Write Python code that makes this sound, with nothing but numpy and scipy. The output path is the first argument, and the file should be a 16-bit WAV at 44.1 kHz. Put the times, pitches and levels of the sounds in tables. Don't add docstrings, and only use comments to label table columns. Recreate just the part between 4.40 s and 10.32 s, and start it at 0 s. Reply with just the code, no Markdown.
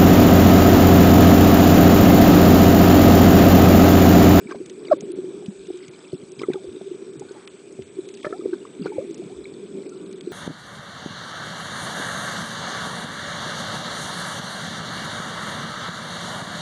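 import sys
import numpy as np
from scipy import signal
from scipy.fft import rfft, irfft, next_fast_len
from scipy.io import wavfile
from scipy.ndimage import uniform_filter1d, minimum_filter1d, map_coordinates

SR = 44100
rng = np.random.default_rng(int(sys.argv[2]) if len(sys.argv) > 2 else 0)


def generate_wav(signal):
    frames = np.transpose(np.atleast_2d(signal))
    scaled = np.clip(frames, -1, 1) * 32767
    pcm = np.round(scaled).astype(np.int16)
    wavfile.write(sys.argv[1], SR, pcm)


def volts(x):
    e = np.asarray(x, float) / 20
    return 10 ** e


N = 261072


def unit(x):
    return x / np.sqrt(np.mean(x ** 2) + 1e-20)


def noise():
    return rng.standard_normal(N)


def curves(rows):
    s, *cols = np.transpose(rows)
    return [np.interp(np.arange(N) / SR, s, c) for c in cols]


def wobble(rate):
    knots = rng.standard_normal(int(N * rate / SR) + 4)
    return map_coordinates(knots, [np.arange(N) * rate / SR])


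def filtered(x, response):
    m = next_fast_len(N + SR // 2)
    return irfft(rfft(x, m) * response(np.fft.rfftfreq(m, 1 / SR)), m)[:N]


def coloured(x, spectrum):
    f, db = np.transpose(spectrum)
    return unit(filtered(x, lambda hz: volts(np.interp(np.log(hz + 1), np.log(f), db))))


def resonant(x, modes):
    def response(f):
        total = 0
        for k, (centre, width, db) in enumerate(modes):
            damping = 1j * f * width
            total = total + (-1) ** k * volts(db) * damping / (centre * centre - f * f + damping)
        return total
    return unit(filtered(x, response))


def pushes(rate, spread_db):
    struck = rng.random(N) < rate / SR
    return unit(struck * noise() * volts(spread_db * rng.exponential(size=N)))


def rings(rows, rough=0.):
    lead = SR // 20
    out, waver = np.zeros(N + SR), np.pad(wobble(160), (0, SR))
    for row in rows:
        s, db, hz, t60, rise, bend, hold = (*row, 0, 0)[:7]
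        t60, rise = np.clip(t60, 1 / 300, 1 / 3), np.clip(rise, 1 / 5000, 1 / 21)
        k = np.arange(-int(rise * SR), int((t60 + hold) * SR))
        t, at = k / SR, round(s * SR) + k
        shake = rough * waver[at + lead]
        swell = np.sin(np.pi / 2 * np.clip(1 + t / rise, 0, 1)) ** 2 * np.exp(6 * shake)
        decay = volts(db - 60 * np.maximum(t - hold, 0) / t60)
        pitch = hz * np.exp(np.clip(bend * t, -.5, .5) + shake)
        out[at + lead] += decay * swell * np.sin(2 * np.pi * np.cumsum(pitch) / SR)
    return out[lead:lead + N]


def necked(rows, rise_cycles):
    return [(s, db, hz, t60, rise_cycles / hz, bend) for s, db, hz, t60, bend in rows]


def popped(rows, bend):
    rise_1khz_s, size_law = 0.003514, 0.553
    return [(s, db, hz, t60, rise_1khz_s * (1000 / hz) ** size_law, bend) for s, db, hz, t60 in rows]


def swarm(count, low_hz, span_db, cycles):
    s, size, strength, glide = rng.random((count, 4)).T
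    hz = low_hz * volts(span_db * size)
    rows = [s * N / SR, -14 * strength, hz, cycles / hz, 2.2 / hz, 40 * (glide - .5)]
    return unit(rings(np.transpose(rows)))


def patchy(x, depth_db):
    z = signal.stft(x, nperseg=512)[2]
    field = uniform_filter1d(rng.standard_normal(z.shape), size=7, axis=0)
    field = uniform_filter1d(field, size=30, axis=1)
    return signal.istft(z * volts(depth_db * unit(field)), nperseg=512)[1][:N]


# t/s, level/dB
SURGE = [(0.0, -42.5), (0.16, -44), (0.71, -34.5), (1.07, -41.5), (1.4, -45.5), (1.75, -48.5),
         (1.93, -43.5), (2.32, -44), (2.77, -43), (3.2, -49), (3.64, -46.5), (4.07, -39.5), (4.44, -44.5),
         (4.58, -37), (5.06, -41.5), (5.38, -37.5), (5.55, -38), (5.92, -41)]
# f/Hz, width/Hz, level/dB
CAVITY = [
    (388.2, 38.9, 7.5),
    (195, 78, -1.5),
    (275, 280, -30),
    (490, 74, -31),
]
# peak t/s, level/dB, f/Hz, t60/s
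KNOCKS = [(0.205, -20.5, 325, 0.047), (0.158, -22, 340, 0.0053), (0.433, -28, 393, 0.026),
          (0.639, -22.5, 397, 0.085), (0.789, -14, 366, 0.09), (0.845, -18.5, 365, 0.11),
          (1.344, -24, 362.5, 0.25), (1.733, -16.5, 370, 0.094), (2.018, -16, 375, 0.017),
          (2.036, -15.5, 383, .035), (2.088, -7.5, 382, 0.055), (2.102, -11.5, 378, 0.067),
          (2.145, -20, 392, .03), (2.158, -15.5, 382, 0.08), (2.912, -23, 380, 0.046),
          (3.394, -20.5, 385, 0.088), (3.908, -21.5, 388, 0.04), (3.928, -14.5, 392, 0.024),
          (3.996, -19, 354, 0.078), (4.024, -22.5, 385, 0.029), (4.398, -21, 266, 0.11),
          (4.423, -22, 333, 0.021), (4.461, -11, 410, 0.018), (4.677, -26.5, 357, 0.098),
          (4.712, -17.5, 340, 0.038), (4.798, -20.5, 356, 0.092)]
# peak t/s, level/dB, f/Hz, t60/s, rise/s
SWELLS = [(1.087, -16.5, 200, .07, .007), (2.292, -25, 386, 0.047, 0.0068), (2.37, -22, 376, 0.046, .006),
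          (5.877, -14.5, 360, 0.034, .007), (5.919, -21, 348, .05, 0.0075),
          (1.308, -15.5, 360, 0.024, .009), (0.117, -18.5, 363, 0.018, 0.007),
          (0.215, -21, 379, 0.065, 0.0049), (0.587, -33, 387, .026, .0213),
          (0.707, -18.5, 345, 0.095, 0.015), (0.74, -19, 360, 0.025, .0111),
          (0.891, -27.5, 348, 0.1, 0.016), (0.98, -24, 337, 0.015, 0.011),
          (2.481, -22.5, 391.6, 0.013, 0.035), (2.519, -17.5, 364, 0.042, 0.011),
          (3.593, -14.5, 363, 0.037, .012), (4.061, -8, 400, 0.014, 0.0073),
          (4.094, -19, 360, 0.054, 0.0095), (4.136, -11, 355, 0.04, 0.01327),
          (4.411, -28, 406.5, 0.14, 0.023), (4.49, -25, 397.4, 0.11, 0.014), (4.52, -23, 390, .05, 0.013),
          (4.7, -19, 372, 0.036, .012), (4.734, -28, 353, 0.019, .0134), (4.992, -23.5, 372, 0.036, .012),
          (5.24, -24.5, 401, 0.039, 0.026), (5.573, -34, 383, .047, 0.014), (5.748, -25, 385, 0.058, .0116)]


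def air_space():
    boom_db, = curves(SURGE)
    drive = noise() * volts(.9 * wobble(14) + 1.9 * wobble(40))
    boom = volts(boom_db + 2.5) * resonant(resonant(drive, CAVITY), [(365, 370, 0)])
    knock_rise_s, give_way = 0.00441, .7
    blows = [(*row, knock_rise_s) for row in KNOCKS] + SWELLS
    struck = volts(-3.5) * rings(blows)
    filled = uniform_filter1d(abs(struck), size=300) / volts(boom_db)
    return boom / (1 + give_way * filled) + struck


CALM_DB = -42
# f/Hz, level/dB per Hz
SLOSH = [(12, -79.5), (20, -25), (70, -23.5), (124, -8), (200, -3.5), (247, -20.5), (300, 3.5), (390, -21),
         (660, -120)]


def slosh():
    level_db = -53.5 + 0.4 * (curves(SURGE)[0] - CALM_DB)
    return volts(level_db + 1.0) * unit(volts(1.2 * wobble(8.3)) * coloured(noise(), SLOSH))


# f/Hz, level/dB per Hz
FIZZ = [(290, -40.5), (500, -0.5), (765, -9.5), (1520, -7.5), (1980, -16), (2390, -6), (2740, -14),
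        (3650, -16), (6020, -17.5), (7540, -14.5), (8130, -12), (8550, -19.5), (9930, -20.5),
        (12900, -64.5), (21800, -120)]
# f/Hz, width/Hz, level/dB
SHELL = [
    (2320, 230, 3.5),
    (3540, 420, 15.5),
    (6420, 1400, -3),
]
# t/s, level/dB
CRACKLE = [(0, -68.5), (1.05, -62), (1.4, -60), (1.75, -67), (1.99, -67.5), (2.3, -60), (2.69, -63),
           (3.33, -64), (3.8, -62.5), (4.3, -65.5), (4.6, -63), (4.88, -65.5), (5.2, -66), (5.92, -60.5)]


def reef_bed():
    fizz_db = -59 + 0.056 * (curves(SURGE)[0] - CALM_DB)
    flutter_db = .7 * wobble(12)
    hiss = volts(fizz_db + 3.0 + flutter_db) * coloured(noise(), FIZZ)
    ticks = pushes(rate=520, spread_db=1.1)
    crackle = volts(curves(CRACKLE)[0]) * resonant(ticks, SHELL)
    drifting = volts(.8 * wobble(2.5))
    return patchy(hiss + drifting * crackle, depth_db=1.7)


def drifting_bubbles():
    return volts(-65 + 2.5 * wobble(3.5)) * swarm(count=900, low_hz=1900, span_db=9, cycles=60)


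def whine():
    whine_hz, frame_hz, rms_db = 8016, 30000 / 1001, -61.5
    since_frame = np.arange(N) / SR % (1 / frame_hz)
    return np.sqrt(2) * volts(rms_db) * np.sin(2 * np.pi * whine_hz * since_frame)


# peak t/s, level/dB, f/Hz, t60/s, pitch change/(1/s)
THUMPS = [(0.062, -26.5, 224, 0.023, -8), (0.539, -16, 325, 0.049, 2), (0.531, -48.5, 82, 0.14, 2),
          (0.633, -29, 195, 0.055, -6), (1.207, -55, 62, .193, 3), (1.493, -40.5, 147, 0.077, -8),
          (1.741, -27.5, 150, 0.075, 23), (1.837, -34.5, 178, 0.018, 5), (1.987, -41.5, 133, .33, -0.5),
          (2.103, -20, 253, 0.022, 0), (2.104, -35.5, 161, 0.17, 0), (2.292, -46.5, 77.7, 0.24, 21),
          (2.778, -38.5, 144, .22, -4), (3.397, -36, 136, 0.068, -13), (3.421, -49, 80, 0.37, 2.5),
          (3.87, -31.5, 172, 0.027, -10), (4.418, -24, 196, 0.1, -11.5), (4.589, -35.5, 115, 0.053, 1),
          (4.864, -30.5, 178, 0.048, 8), (4.977, -47.5, 70, .33, -1), (5.62, -42, 195, 0.25, -4.5),
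          (5.75, -42, 180, 0.27, 1)]
# peak t/s, level/dB, f/Hz
LUMPS = [(0.175, -35.5, 227), (0.502, -24.5, 360), (0.572, -37, 544), (1.014, -37, 190), (1.29, -27.5, 370),
         (1.752, -30, 280), (2.001, -32.5, 252), (2.257, -32.5, 397), (2.278, -28.5, 367),
         (2.354, -30.5, 400), (2.551, -29.5, 388), (2.627, -29.5, 350), (2.76, -30, 322), (2.139, -34, 161),
         (2.416, -29, 387), (2.815, -27, 377), (2.826, -38, 175), (2.951, -44, 596), (3.398, -34.5, 240),
         (2.419, -36, 200), (3.869, -26, 582), (4.463, -29, 185), (4.45, -29, 320), (4.476, -27.5, 328),
         (4.507, -25.5, 400), (4.561, -25.5, 345), (4.583, -27, 337), (4.825, -37.5, 208),
         (4.841, -35.5, 181), (5.138, -41, 159), (5.234, -36, 211), (5.25, -35, 199), (5.351, -31, 192),
         (5.455, -32, 390), (5.677, -39, 200), (5.73, -35, 208), (5.848, -34, 189), (5.914, -27, 350),
         (3.275, -32.5, 384), (3.575, -28.5, 365), (3.675, -32, 383), (3.706, -28.5, 384), (0.13, -31, 404),
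         (0.094, -29.5, 326)]


def slaps_and_eddies():
    eddy_t60_s, eddy_rise_cycles = 0.058, 3.477
    eddies = [(s, db, hz, eddy_t60_s, eddy_rise_cycles / hz) for s, db, hz in LUMPS]
    return volts(-0.5) * rings(necked(THUMPS, rise_cycles=2.15) + eddies, rough=0.013)


# peak t/s, level/dB, f/Hz, t60/s
CLINGING = [(0.073, -38.5, 2273, 0.026), (0.111, -34, 1547, 0.065), (0.149, -28.5, 580, 0.0061),
            (0.474, -41.5, 4520, 0.018), (0.53, -34, 1610, 0.025), (0.625, -36.5, 594, 0.0045),
            (1.304, -39, 690, 0.015), (1.73, -37.5, 590, 0.033), (2.135, -37, 1540, 0.031),
            (2.146, -38.5, 825, 0.05), (2.822, -38, 820, 0.048), (2.887, -49, 1454, 0.11),
            (3.392, -40, 646, 0.011), (3.847, -29.5, 1230, 0.027), (3.848, -30.5, 1720, 0.034),
            (3.848, -30, 590, 0.2), (3.928, -29.5, 1310, 0.052), (3.929, -39, 1710, .034),
            (4.012, -43, 1230, 0.034), (4.056, -43, 550, 0.018), (4.134, -35, 1546, 0.03),
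            (4.451, -40, 4650, 0.0057), (4.468, -31.5, 1430, 0.037), (4.523, -36.5, 864, 0.075),
            (5.056, -34.5, 2270, 0.014), (5.523, -48, 1350, 0.11)]
# peak t/s, level/dB, f/Hz
SPECKS = [(0.108, -56, 5200), (0.115, -43, 6000), (0.122, -42, 4840), (0.298, -48, 5700),
          (0.454, -45, 3700), (0.468, -51, 4760), (0.469, -46, 2400), (0.485, -52, 5710),
          (0.486, -43.5, 3710), (0.52, -45, 4910), (0.526, -49, 5010), (0.719, -45, 4660),
          (1.208, -50, 3600), (1.222, -54, 4060), (1.277, -53, 3400), (1.43, -44, 2240), (1.438, -48, 4300),
          (1.463, -51, 4430), (1.537, -44, 2320), (1.99, -45, 5060), (1.994, -43, 3110), (1.997, -42, 5060),
          (2.019, -41, 3500), (2.025, -42, 3100), (2.078, -48, 3400), (2.106, -42, 2360),
          (2.117, -43, 1900), (2.124, -45, 2500), (2.135, -36, 3710), (2.243, -49, 4710),
          (2.363, -45, 3710), (2.893, -46.5, 4260), (3.077, -44.5, 1340), (3.608, -46, 3960),
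          (3.831, -38, 3310), (3.831, -43, 2250), (3.853, -37, 2370), (3.855, -28.5, 1310),
          (3.856, -46, 3210), (3.91, -45, 3610), (3.926, -46, 2100), (3.983, -46, 4710), (4.425, -44, 1350),
          (4.426, -46, 3700), (4.437, -47, 4860), (4.444, -44, 4510), (4.445, -48, 2100),
          (4.46, -34.5, 1200), (4.47, -46, 4110), (4.48, -41, 2280), (4.616, -47, 1150), (5.81, -41, 4450),
          (5.863, -45.5, 3960)]
# peak t/s, level/dB, f/Hz, t60/s
MERGING = [(0.123, -29, 1140, 0.022), (0.124, -38, 2420, 0.018), (0.453, -42.5, 3060, 0.021),
           (0.484, -38.5, 2170, .015), (0.504, -39.5, 1350, 0.05), (0.738, -53, 550, 0.026),
           (1.026, -44.5, 786, 0.026), (1.652, -44.5, 2640, 0.012), (1.998, -35, 2290, 0.015),
           (2.018, -33.5, 1160, 0.025), (2.037, -31, 1334, 0.053), (2.035, -31.5, 2130, 0.025),
           (2.069, -54, 903, .013), (2.134, -37, 2490, 0.028), (2.157, -40, 1260, 0.03),
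           (2.245, -37.5, 543, 0.12), (3.751, -43, 4730, 0.016), (3.848, -30.5, 2060, 0.018),
           (3.869, -21.5, 385, .033), (4.427, -44.5, 2890, 0.04), (5.044, -41, 3980, 0.016),
           (5.14, -46, 4360, .012)]
# peak t/s, level/dB, f/Hz, t60/s
ESCAPING = [
    (0.159, -47, 2160, 0.011),
    (0.483, -40, 540, 0.032),
    (2.103, -33, 760, 0.013),
    (2.414, -36, 638, 0.0095),
    (3.849, -23.5, 398, 0.003),
    (4.254, -32.5, 1140, 0.0079),
    (4.421, -42, 4580, 0.0079),
    (4.46, -31, 870, 0.0037),
    (5.81, -37.5, 3500, 0.0043),
]
# peak t/s, level/dB, f/Hz, t60/s, pitch change/(1/s)
GULPS = [(0.518, -28.5, 1283, 0.046, -9), (0.531, -22.5, 1113, 0.025, 3), (2.006, -48, 4650, 0.11, 10.5),
         (2.176, -44.5, 804, 0.1, -11), (3.87, -32.5, 1310, 0.015, 0), (3.872, -35, 1760, 0.034, 0),
         (3.938, -35.5, 700, 0.11, 6.5), (2.963, -46, 853, 0.13, -2), (4.216, -51, 2870, 0.051, 2),
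         (4.572, -41, 850, 0.057, 2), (4.825, -41, 687, 0.025, 17), (4.902, -48.5, 694, 0.18, 8.5)]
# peak t/s, level/dB, f/Hz, t60/s, rise/s, pitch change/(1/s), hold/s
BIG_POPS = [
    (4.585, -17, 520, .07, .004, 6, 0.0012),
    (0.519, -8, 635, .03, .009, -11.5, .01),
]


def bubbles():
    speck_t60_s = .013
    held = CLINGING + [(*row, speck_t60_s) for row in SPECKS]
    pops = popped(MERGING, bend=-11.5) + popped(ESCAPING, bend=25) + popped(held, bend=1.2)
    return volts(1.5) * rings(BIG_POPS + necked(GULPS, rise_cycles=9.9) + pops, rough=0.017)


# t/s, level/dB, half length/s
WASHES = [(0.111, -41.5, 0.02), (1.598, -57.5, 0.078), (0.456, -56.5, 0.059), (0.528, -44, 0.019),
          (2.025, -47.5, 0.026), (2.115, -55, 0.039), (2.992, -55.5, 0.12), (3.857, -41.5, 0.016),
          (4.138, -45.5, .01), (4.465, -42.5, 0.017), (0.157, -46.5, 0.0098), (3.905, -55, 0.033)]


def froth():
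    t = np.arange(N) / SR
    wash = sum(volts(db) * np.exp(-((t - s) / half) ** 2) for s, db, half in WASHES)
    spray = noise() + .7 * pushes(rate=720, spread_db=1.6)
    hiss = resonant(spray, [(966, 650, 4.0), (2450, 430, -15.0), (3900, 1500, -6.0)])
    grains = swarm(count=3500, low_hz=650, span_db=18, cycles=25)
    foam = resonant(hiss + .55 * grains, [(1400, 2600, 0)])
    hum = volts(-57) * np.exp(-((t - 4.56) / .16) ** 2) * resonant(spray, SHELL[:1])
    return wash * foam + hum


# t/s, peak level/dB, low part/dB, top part/dB
SNAPS = [(0.2596, -36, -9, -11.5), (0.2974, -35, -5.5, -23), (0.6075, -26.5, -15.5, -33),
         (0.7184, -39.5, -11.5, 2), (1.06, -45, 3.5, -10), (1.27, -44, -3.5, -19), (1.373, -41.5, -15, -19),
         (1.4809, -35, -9.5, -35.5), (1.729, -43.5, -12, -9.5), (1.9183, -36, -21, -13),
         (1.992, -40.5, 1.5, -17), (2.0172, -39.5, 1.5, -12.5), (2.135, -41.5, 6.5, -11.5),
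         (2.7955, -34, -16, -11), (2.9193, -39.5, -22.5, -20), (3.075, -42.5, 8, -6),
         (3.3244, -41, -34, -12), (3.421, -46.5, 5, -27.5), (3.688, -34, -6, -18.5),
         (3.7402, -38, -6, -21.5), (3.773, -45, 3.5, -14.5), (3.8302, -50, 8, -6.5),
         (4.7085, -42.5, -7.5, -19), (4.744, -32.5, -15, -31.5), (4.778, -35.5, -15, -15.5),
         (5.4925, -37.5, -30, -14.5), (5.712, -44.5, -7, -10), (5.7273, -34.5, -13, -22.5),
         (5.8086, -42, -2, -10)]


def snaps():
    near, t = np.zeros(N + SR), np.arange(SR // 40) / SR
    edges = [5500, 7220], [2020, 3970], [8150, 9800]
    bands = [signal.butter(2, edge, "band", fs=SR) for edge in edges]
    envelope = volts(-60 * t / 0.022) * (1 - np.exp(-t / 0.000063))
    for s, db, low_db, top_db in SNAPS:
        jet = rng.standard_normal((3, len(t))) * envelope
        parts = [signal.lfilter(*band, burst) for band, burst in zip(bands, jet)]
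        mix = volts([-3, low_db + 5.0, top_db + 4.5])
        snap = sum(gain * part / abs(part).max() for gain, part in zip(mix, parts))
        near[round(s * SR):][:len(t)] += volts(db) * snap
    return near[:N]


# t/s, length/s, from f/Hz, to f/Hz
EMPTY = [(0.308, 0.015, 5200, 7400), (0.574, 0.027, 4700, 9350), (0.618, 0.034, 5200, 7400),
         (0.723, 0.031, 4320, 9400), (1.044, 0.015, 5200, 6900), (1.279, 0.012, 5700, 7600),
         (1.492, 0.017, 4670, 8100), (1.744, 0.019, 6100, 7600), (1.898, 0.015, 5200, 7000),
         (1.925, 0.018, 5200, 7600), (2.033, 0.018, 4300, 5800), (2.771, 0.021, 4740, 7600),
         (3.059, 0.011, 2570, 7200), (3.08, 0.009, 3600, 7400), (3.434, 0.023, 4700, 5800),
         (3.668, 0.01, 4300, 7600), (3.7, 0.01, 4700, 6400), (3.757, 0.012, 4500, 7600),
         (3.818, 0.008, 1190, 2730), (3.827, .014, 1205, 1800), (3.81, 0.016, 8600, 9800),
         (4.678, 0.022, 6200, 7400), (4.717, 0.025, 5700, 7400), (4.767, 0.01, 5700, 8200),
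         (5.472, 0.018, 5200, 7200), (5.554, 0.02, 6200, 7200), (5.686, 0.02, 5700, 7600),
         (5.734, 0.022, 5230, 8070), (5.793, 0.01, 4200, 6900), (5.816, 0.0093, 3100, 6900),
         (5.89, 0.02, 6100, 7200)]
# f/Hz, share
PATCH_SHARE = [(1500, 0), (3000, .01), (4800, .05), (5600, .17), (7500, .17), (7750, 0), (8250, 0), (8500, .12),
               (9500, .14), (10000, .3)]


def with_gaps(x, margin_db, from_hz):
    hz, t, z = signal.stft(x, SR, nperseg=512, noverlap=384)
    band = uniform_filter1d(abs(z) ** 2, size=13, axis=0)
    loudest = -minimum_filter1d(-band, size=15, axis=1)
    rows, cols = z.shape
    luck = np.repeat(rng.random(cols // 8 + 1), 8)[:cols]
    below_treble = np.clip(from_hz / (hz[:, None] + 1) - 1, 0, 9)
    need = volts(2 * (margin_db + 12 * luck + 24 * below_treble))
    draw = np.kron(rng.random((rows // 7 + 1, cols // 4 + 1)), np.ones((7, 4)))[:rows, :cols]
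    quiet = band < 1.5 * np.median(band, axis=1, keepdims=True)
    share = np.interp(hz, *np.transpose(PATCH_SHARE))[:, None]
    kept = (band * need > loudest) & ~(quiet & (draw < 2 * luck * share))
    for s, length, low_hz, high_hz in EMPTY:
        during = abs(t - s - length / 2) < length / 2 + .002
        kept[np.ix_((hz > low_hz) & (hz < high_hz), during)] = False
    return signal.istft(z * kept, SR, nperseg=512, noverlap=384)[1][:N]


def scene():
    water = air_space() + slosh() + slaps_and_eddies()
    air = drifting_bubbles() + bubbles() + froth()
    return (water + air + reef_bed() + snaps() + whine())[None]


def roll_off(x):
    return signal.sosfilt(signal.butter(12, 10080, fs=SR, output="sos"), x)


def record(dry):
    limited = filtered(dry[0], lambda hz: hz < 10100)
    gapped = with_gaps(limited, margin_db=11, from_hz=5000)
    return roll_off(gapped[None])


dry = scene()
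out = record(dry)
generate_wav(out)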